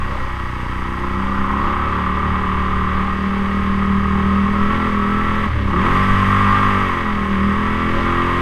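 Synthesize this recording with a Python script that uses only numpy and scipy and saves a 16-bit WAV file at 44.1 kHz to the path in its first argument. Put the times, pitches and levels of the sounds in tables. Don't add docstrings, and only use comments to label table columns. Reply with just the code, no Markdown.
import sys
import numpy as np
from scipy import signal
from scipy.fft import rfft, irfft, next_fast_len
from scipy.io import wavfile
from scipy.ndimage import uniform_filter1d

SR = 44100
rng = np.random.default_rng(int(sys.argv[2]) if len(sys.argv) > 2 else 0)


def output_pcm(signal):
    pcm = np.clip(np.atleast_2d(signal).T, -1, 1) * 32767
    wavfile.write(sys.argv[1], SR, np.round(pcm).astype(np.int16))


N = 370881
TIME = np.arange(N) / SR

# (time [s], speed [cycles/s])
ENGINE_SPEED = [(0, 35), (0.09, 32.29), (0.62, 30.51), (1.45, 33.05), (1.8, 35.79), (2.2, 37.49),
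                (2.47, 37.57), (2.56, 37.32), (2.94, 37.75), (3.32, 39.25), (4.24, 39.14), (4.66, 40.49),
                (4.75, 42.52), (5.02, 40.22), (5.26, 41.61), (5.44, 41.38), (5.62, 32.99), (5.7, 33.32),
                (5.77, 36.11), (5.88, 44.41), (6.0, 48.39), (6.24, 48.13), (6.31, 49.48), (6.69, 49.84),
                (6.84, 47.8), (6.95, 43.53), (7.2, 39.84), (7.38, 38.96), (7.58, 41.06), (8.38, 44.16)]
# (time [s], opening [0 shut - 1 wide open])
THROTTLE_OPENING = [(0, 0.23), (1.2, .25), (2, 0.41), (3, 0.46), (3.3, 0.48), (4.5, 0.52), (4.75, 0.8),
                    (5, 0.61), (5.25, 0.76), (5.45, 0.79), (5.5, .01), (5.66, 0.035), (5.8, 0.81),
                    (5.95, 0.99), (6.75, 0.95), (6.97, 0.85), (7.17, 0.65), (7.45, 0.7), (7.7, .78),
                    (8.41, 0.88)]
# (multiple of cycle rate [-], shut [dB], half open [dB], wide open [dB])
FIRING_TONES = [(1.0, -11, -1, 12.5), (2.0, 7.5, 4, 9.5), (3.0, 4, -11, 7), (4.0, -7.5, 0.5, 4),
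                (5.0, -21, 7, 3), (6.0, -2, 0.0, 2.5), (7.0, -16.5, -7.5, -6.5), (8.0, -3.5, -1.5, 9.5),
                (9.0, -0.5, -6, 8.5), (10.0, -19, 9, 5), (11.0, 0, 4.5, 3.0), (12.0, -2, -4.5, 5)]
# (frequency [Hz], width [Hz], level [dB])
PIPE_RESONANCES = [(73.5, 12.7, -26.5), (109.7, 12.7, -21.5), (197.4, 14.8, -22.5), (255.9, 32.7, -29),
                   (346.8, 11.8, -32), (414, 45, -41.0), (555.5, 27, -39)]
# (time [s], level [dB])
THUMP_LEVEL = [(0, 0), (2.2, -1.5), (2.9, 1), (3.3, -3.5), (4.15, 4.5), (4.95, -3), (5.42, -1.5),
               (5.52, 2.5), (6.75, -2.5), (7.05, -5), (7.4, -1.5), (7.7, -2), (8.41, -0.5)]
# (time [s], level [dB])
OVERTONE_LEVEL = [(0, -7.5), (.25, -10.5), (.6, -5.5), (1.55, 2.5), (2, 1), (3.2, -2.5), (4.15, -0.7),
                  (5.05, 0.9), (5.38, -1), (5.48, -5), (5.66, 1), (5.83, 3.5), (6.05, -1.5), (6.82, .5),
                  (7.02, -3.5), (7.25, 0), (7.55, 0.5), (8.4, 1)]
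KNOCK_PLACES = [(.13, 0.91, 1), (.38, 0.76, 0.77), (0.591, 0.54, 0.84), (.81, 0.54, 0.52)]
# (frequency [Hz], relative level [dB per Hz])
CLATTER_COLOUR = [(380, -19), (640, -35), (705, -20.5), (818, -7), (937, -8.5), (1020, -1), (1120, 3),
                  (1280, 0.5), (1450, -13.5), (1500, -7), (1950, -48), (3300, -120)]
# (multiple of cycle rate [-], shut [dB], wide open [dB])
FAVOURED_TONES = [(22, -5.5, 8), (23, 0.5, 0), (24, 2.5, 10), (25, -8.5, 1.5), (27, 6, 4.5), (28, 6.5, 6.5),
                  (31, 5.5, -3), (32, 5, -1)]
# (time [s], level [dB])
CLATTER_LEVEL = [(0, -28), (.6, -30), (1.3, -24.5), (1.6, -20), (1.9, -21.5), (3.05, -22.5), (3.2, -26.5),
                 (4.5, -23), (4.65, -22.5), (5, -23), (5.25, -23), (5.46, -24), (5.56, -31.5), (5.65, -31),
                 (5.72, -22), (5.9, -17.5), (6.15, -19.5), (6.55, -15), (7.05, -23.5), (7.3, -25),
                 (7.6, -22.5), (8, -24), (8.12, -19.5), (8.41, -21)]
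# (time [s], level [dB])
GEAR_LEVEL = [(0, -50), (3.3, -46), (4.55, -32), (4.85, -33.5), (5.2, -25), (5.55, -41), (7.4, -50),
              (7.8, -33.5), (8.41, -40)]
# (frequency [Hz], relative level [dB per Hz])
RASP_COLOUR = [(820, -32), (1400, -9), (1470, -4.5), (1590, -1.5), (1770, -3), (1850, -0.5), (1920, 4.5),
               (2040, -5.5), (2220, -1.5), (2400, -13), (2610, -8.5), (2770, -11), (3190, -12.5),
               (3500, -16.5), (4550, -35.5), (7700, -120)]
RASP_BY_THROTTLE = [-29, -32, -30.5, -30, -27, -25.5]
# (frequency [Hz], relative level [dB per Hz])
HISS_COLOUR = [(3000, -12), (3900, -4), (4500, -7), (4690, 1.5), (4900, -1.5), (5650, -8), (6100, -5.5),
               (7600, -13.5), (8150, -7.5), (10500, -18), (11500, -13), (13500, -22), (15000, -32)]
HISS_BY_THROTTLE = [-56, -52.7, -54.5, -52.5, -51, -46.5]
# (frequency [Hz], relative level [dB per Hz])
WATER_COLOUR = [(40, -5), (130, -16), (300, -4.5), (450, -12.5), (570, -4), (690, -18), (1000, -17),
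                (2000, -27), (4000, -30), (8000, -50.5), (15000, -65)]
# (frequency [Hz], relative level [dB per Hz])
WIND_COLOUR = [(3, 4), (10, 3.5), (22, 2), (36, -10), (60, -14.5), (140, -18), (400, -57)]
# (time [s], rise above the breeze [dB])
GUST_TIMES = [(0.02, 7.5), (1.43, 4.5), (3.7, 4), (4.1, 5.5), (4.68, 9.5), (5.28, 12), (6.19, 7), (6.62, 7)]

UNEVEN, UNEVEN_SHUT, UNEVEN_PER_SLEW = 0.06, 0.13, 0.0028
STUMBLE_S, STUMBLE_LENGTH_S, STUMBLE_UNEVEN, STUMBLE_DB = 2.3, 0.035, 0.38, 6.5
HOP = 32


def amp(db):
    return 10 ** (np.asarray(db) / 20)


def evened(x):
    return x / np.sqrt(np.mean(x ** 2) + 1e-20)


def curves(rows):
    s, *columns = np.transpose(rows)
    return [np.interp(TIME, s, c) for c in columns]


def by_throttle(steps, throttle):
    return np.interp(throttle, np.linspace(0, 1, len(steps)), steps)


def bump(at_s, length_s):
    return np.exp(-((TIME - at_s) / length_s) ** 2)


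def steadied(x, size=5000):
    power = uniform_filter1d(uniform_filter1d(x ** 2, size), size)
    return x / np.sqrt(abs(power) + 1e-12)


def wander(rate_hz):
    knots = rng.standard_normal(8000)
    drift = np.interp(TIME * rate_hz, np.arange(len(knots)), knots)
    return evened(uniform_filter1d(drift, size=120))


def coloured(x, points, size=4096):
    f, db = np.transpose(points)
    log_hz = np.log(np.abs(np.fft.fftfreq(size, 1 / SR)) + 1)
    skirts = np.maximum(np.log(f[0]) - log_hz, 0) + np.maximum(log_hz - np.log(f[-1]), 0)
    level_db = np.interp(log_hz, np.log(f), db) - 150 * skirts
    log_gain = np.log(amp(np.maximum(level_db, -100)))
    taps = np.fft.ifft(np.exp(np.conj(signal.hilbert(log_gain)))).real
    return signal.oaconvolve(np.r_[x[-size:], x], taps)[size:size + N]


def harmonics(turns, orders, sizes, shifts, waver):
    out, slow = np.zeros(N), TIME[::HOP]
    for k, size, shift in zip(orders, sizes, shifts):
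        drift = rng.standard_normal((2, len(slow)))
        a, b = uniform_filter1d(uniform_filter1d(drift, size=70), size=70)
        strength = size * np.exp(1j * shift) * (1 + waver * evened(a + 1j * b))
        tone = np.interp(TIME, slow, strength)
        out += (tone * np.exp(2j * np.pi * k * turns)).real
    return out


def unevenness(revs, throttle):
    slew = uniform_filter1d(abs(np.gradient(revs)) * SR, size=4000)
    stumble = STUMBLE_UNEVEN * bump(STUMBLE_S, STUMBLE_LENGTH_S)
    uneven = UNEVEN + UNEVEN_SHUT * (1 - throttle) ** 2 + UNEVEN_PER_SLEW * slew + stumble
    return np.clip(uneven, 0, 1)


def exhaust(turns, throttle, uneven, second_firing=.39, thump_db=0.7, overtone_db=0.75):
    order = np.arange(1, 18)[:, None]
    hz = order * curves(ENGINE_SPEED)[0][::HOP]
    charge = uniform_filter1d(throttle, size=3000)[::HOP]
    rows = [FIRING_TONES[min(k, len(FIRING_TONES)) - 1] for k in order[:, 0]]
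    firing_db = np.array([by_throttle(row[1:], charge) for row in rows])
    modes = np.array([amp(level) / (1 + 2j * (hz - f) / width) for f, width, level in PIPE_RESONANCES])
    firings = 1 + 0.85 * np.exp(-2j * np.pi * order * second_firing)
    lag = np.angle(modes.sum(0) * firings)
    thump = thump_db + curves(THUMP_LEVEL)[0] + STUMBLE_DB * bump(STUMBLE_S, STUMBLE_LENGTH_S)
    overtones = overtone_db + curves(OVERTONE_LEVEL)[0]
    level_db = np.where(order <= 4, thump[::HOP], overtones[::HOP])
    sizes = np.linalg.norm(modes, axis=0) * amp(firing_db + level_db)
    out = harmonics(turns, order[:, 0], sizes, lag, waver=.07)
    flutter = .6 * uneven
    return out * (1 + flutter * wander(110)) / np.sqrt(1 + flutter ** 2)


def knocks(turns, throttle, uneven, scatter_db=1.4, slip_s=.0003):
    out, cycle = np.zeros(N), np.arange(int(turns[-1]))
    for place, shut, wide in KNOCK_PLACES:
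        size, slip = rng.standard_normal((400, 2))[:len(cycle)].T
        s = np.interp(cycle + place, turns, TIME)
        s = s + slip * slip_s * np.interp(s, TIME, uneven)
        at = np.clip(np.round(s * SR).astype(int), 0, N - 1)
        out[at] += (shut + (wide - shut) * throttle[at]) * amp(scatter_db * size)
    return out


def smeared(x, spread_s, ripple_hz):
    hz = np.fft.rfftfreq(next_fast_len(N + 2000), 1 / SR)
    delay = spread_s * (1 + np.sin(2 * np.pi * hz / ripple_hz)) / 2
    turn = np.exp(-2j * np.pi * np.cumsum(delay) * hz[1])
    return irfft(rfft(x, 2 * len(hz) - 2) * turn)[:N]


def engine_part(pulses, colour, ring, steady, puff_s):
    fade = np.exp(-1 / (puff_s * SR))
    puffs = steadied(signal.lfilter([1], [1, -fade], pulses))
    rush = coloured((steady + puffs) * rng.standard_normal(N), colour)
    rung = coloured(smeared(pulses, spread_s=0.004955, ripple_hz=408.3), colour)
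    ring = np.clip(ring, 0, 1)
    return steadied(np.sqrt(ring) * steadied(rung) + np.sqrt(1 - ring) * steadied(rush))


def casing(turns, throttle, uneven, other_db=1.0):
    blur, flutter = .4, .12
    order = np.arange(15, 47)[:, None]
    opening, hz = throttle[::HOP], order * curves(ENGINE_SPEED)[0][::HOP]
    favoured = {round(k): steps for k, *steps in FAVOURED_TONES}
    favour_db = np.array([by_throttle(favoured.get(k, [other_db]), opening ** 2) for k in order[:, 0]])
    db = favour_db + np.interp(hz, *np.transpose(CLATTER_COLOUR))
    strokes = sum((shut + (wide - shut) * opening) * np.exp(-2j * np.pi * order * place)
                  for place, shut, wide in KNOCK_PLACES)
    lag = np.angle(strokes) + blur * rng.standard_normal(order.shape)
    out = harmonics(turns, order[:, 0], amp(db), lag, waver=.2)
    return steadied(out * (1 + (flutter + uneven / 2) * wander(90)))


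def gear(turns, level_db=-1):
    whine = np.cos(2 * np.pi * 32 * turns + .4 * wander(30)) * (1 + .3 * wander(40))
    return amp(curves(GEAR_LEVEL)[0] + level_db) * evened(whine)


def whistle(hz=4690, width_hz=40):
    r = np.exp(-np.pi * width_hz / SR)
    band = rng.standard_normal((2, N))
    for _ in range(2):
        band = signal.lfilter([1 - r], [1, -r], band)
    return evened(band[0] * np.cos(2 * np.pi * hz * TIME) + band[1] * np.sin(2 * np.pi * hz * TIME))


def engine(turns, throttle, uneven, clatter_db=-0.47, whistle_db=-12, throb_place=0.87, throb=0.53, shake=0.25):
    clatter = curves(CLATTER_LEVEL)[0]
    pulses = knocks(turns, throttle, uneven)
    clean = np.clip(.92 - uneven, 0, 1)
    loose = engine_part(pulses, CLATTER_COLOUR, ring=0, steady=0.38, puff_s=0.0022)
    rattle = np.sqrt(clean) * casing(turns, throttle, uneven) + np.sqrt(1 - clean) * loose
    beat = np.cos(2 * np.pi * (turns - throb_place))
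    surge = steadied(1 + min(throb, 1) * (1 - throttle / 2) * beat)
    rasp = np.sqrt(surge) * engine_part(pulses, RASP_COLOUR, ring=.5, steady=2.3, puff_s=0.0092)
    rasp_db = by_throttle(RASP_BY_THROTTLE, throttle) + shake * (clatter - clatter.mean())
    hiss = engine_part(pulses, HISS_COLOUR, ring=.02, steady=3.2, puff_s=.005)
    hiss = hiss + amp(whistle_db) * whistle()
    hiss_db = by_throttle(HISS_BY_THROTTLE, throttle)
    return (amp(clatter + clatter_db) * steadied(rattle * surge) + gear(turns)
            + amp(rasp_db) * rasp + amp(hiss_db) * hiss)


def water(wash_db=-39, swell_db=3.0, drops_db=-63, drops_per_s=300):
    wash = evened(coloured(rng.standard_normal(N), WATER_COLOUR)) * amp(wash_db + swell_db * wander(9))
    drops = np.zeros(N)
    pitches = np.geomspace(1500, 11000, num=16)
    for hz in pitches:
        sizes = amp(3.5 * np.minimum(rng.exponential(1, N), 4))
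        hits = (rng.random(N) < drops_per_s / len(pitches) / SR) * sizes
        cycles = np.arange(600) * hz / SR
        plip = np.sin(2 * np.pi * cycles) * cycles * np.exp(-cycles / 3) / hz
        drops += signal.oaconvolve(hits, plip)[:N]
    return wash + amp(drops_db) * evened(drops)


def wind(breeze_db=-27.0, swell_db=2.0, gust_s=0.092):
    gusts_db = sum(db * bump(s, gust_s) for s, db in GUST_TIMES)
    level_db = breeze_db + swell_db * wander(4.4) + gusts_db
    rumble = coloured(rng.standard_normal(N), WIND_COLOUR, size=32768)
    return amp(level_db) * steadied(rumble, size=12000)


def scene():
    revs = curves(ENGINE_SPEED)[0]
    throttle = np.clip(curves(THROTTLE_OPENING)[0], 0, 1)
    turns = np.cumsum(revs) / SR
    uneven = unevenness(revs, throttle)
    mix = exhaust(turns, throttle, uneven) + engine(turns, throttle, uneven) + water() + wind()
    return mix[None]


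def record(dry, edge_hz=15100):
    low_pass = signal.firwin(511, edge_hz, window=("kaiser", 9), fs=SR)
    return signal.oaconvolve(dry, low_pass[None], "same")


dry = scene()
out = record(dry)
output_pcm(out)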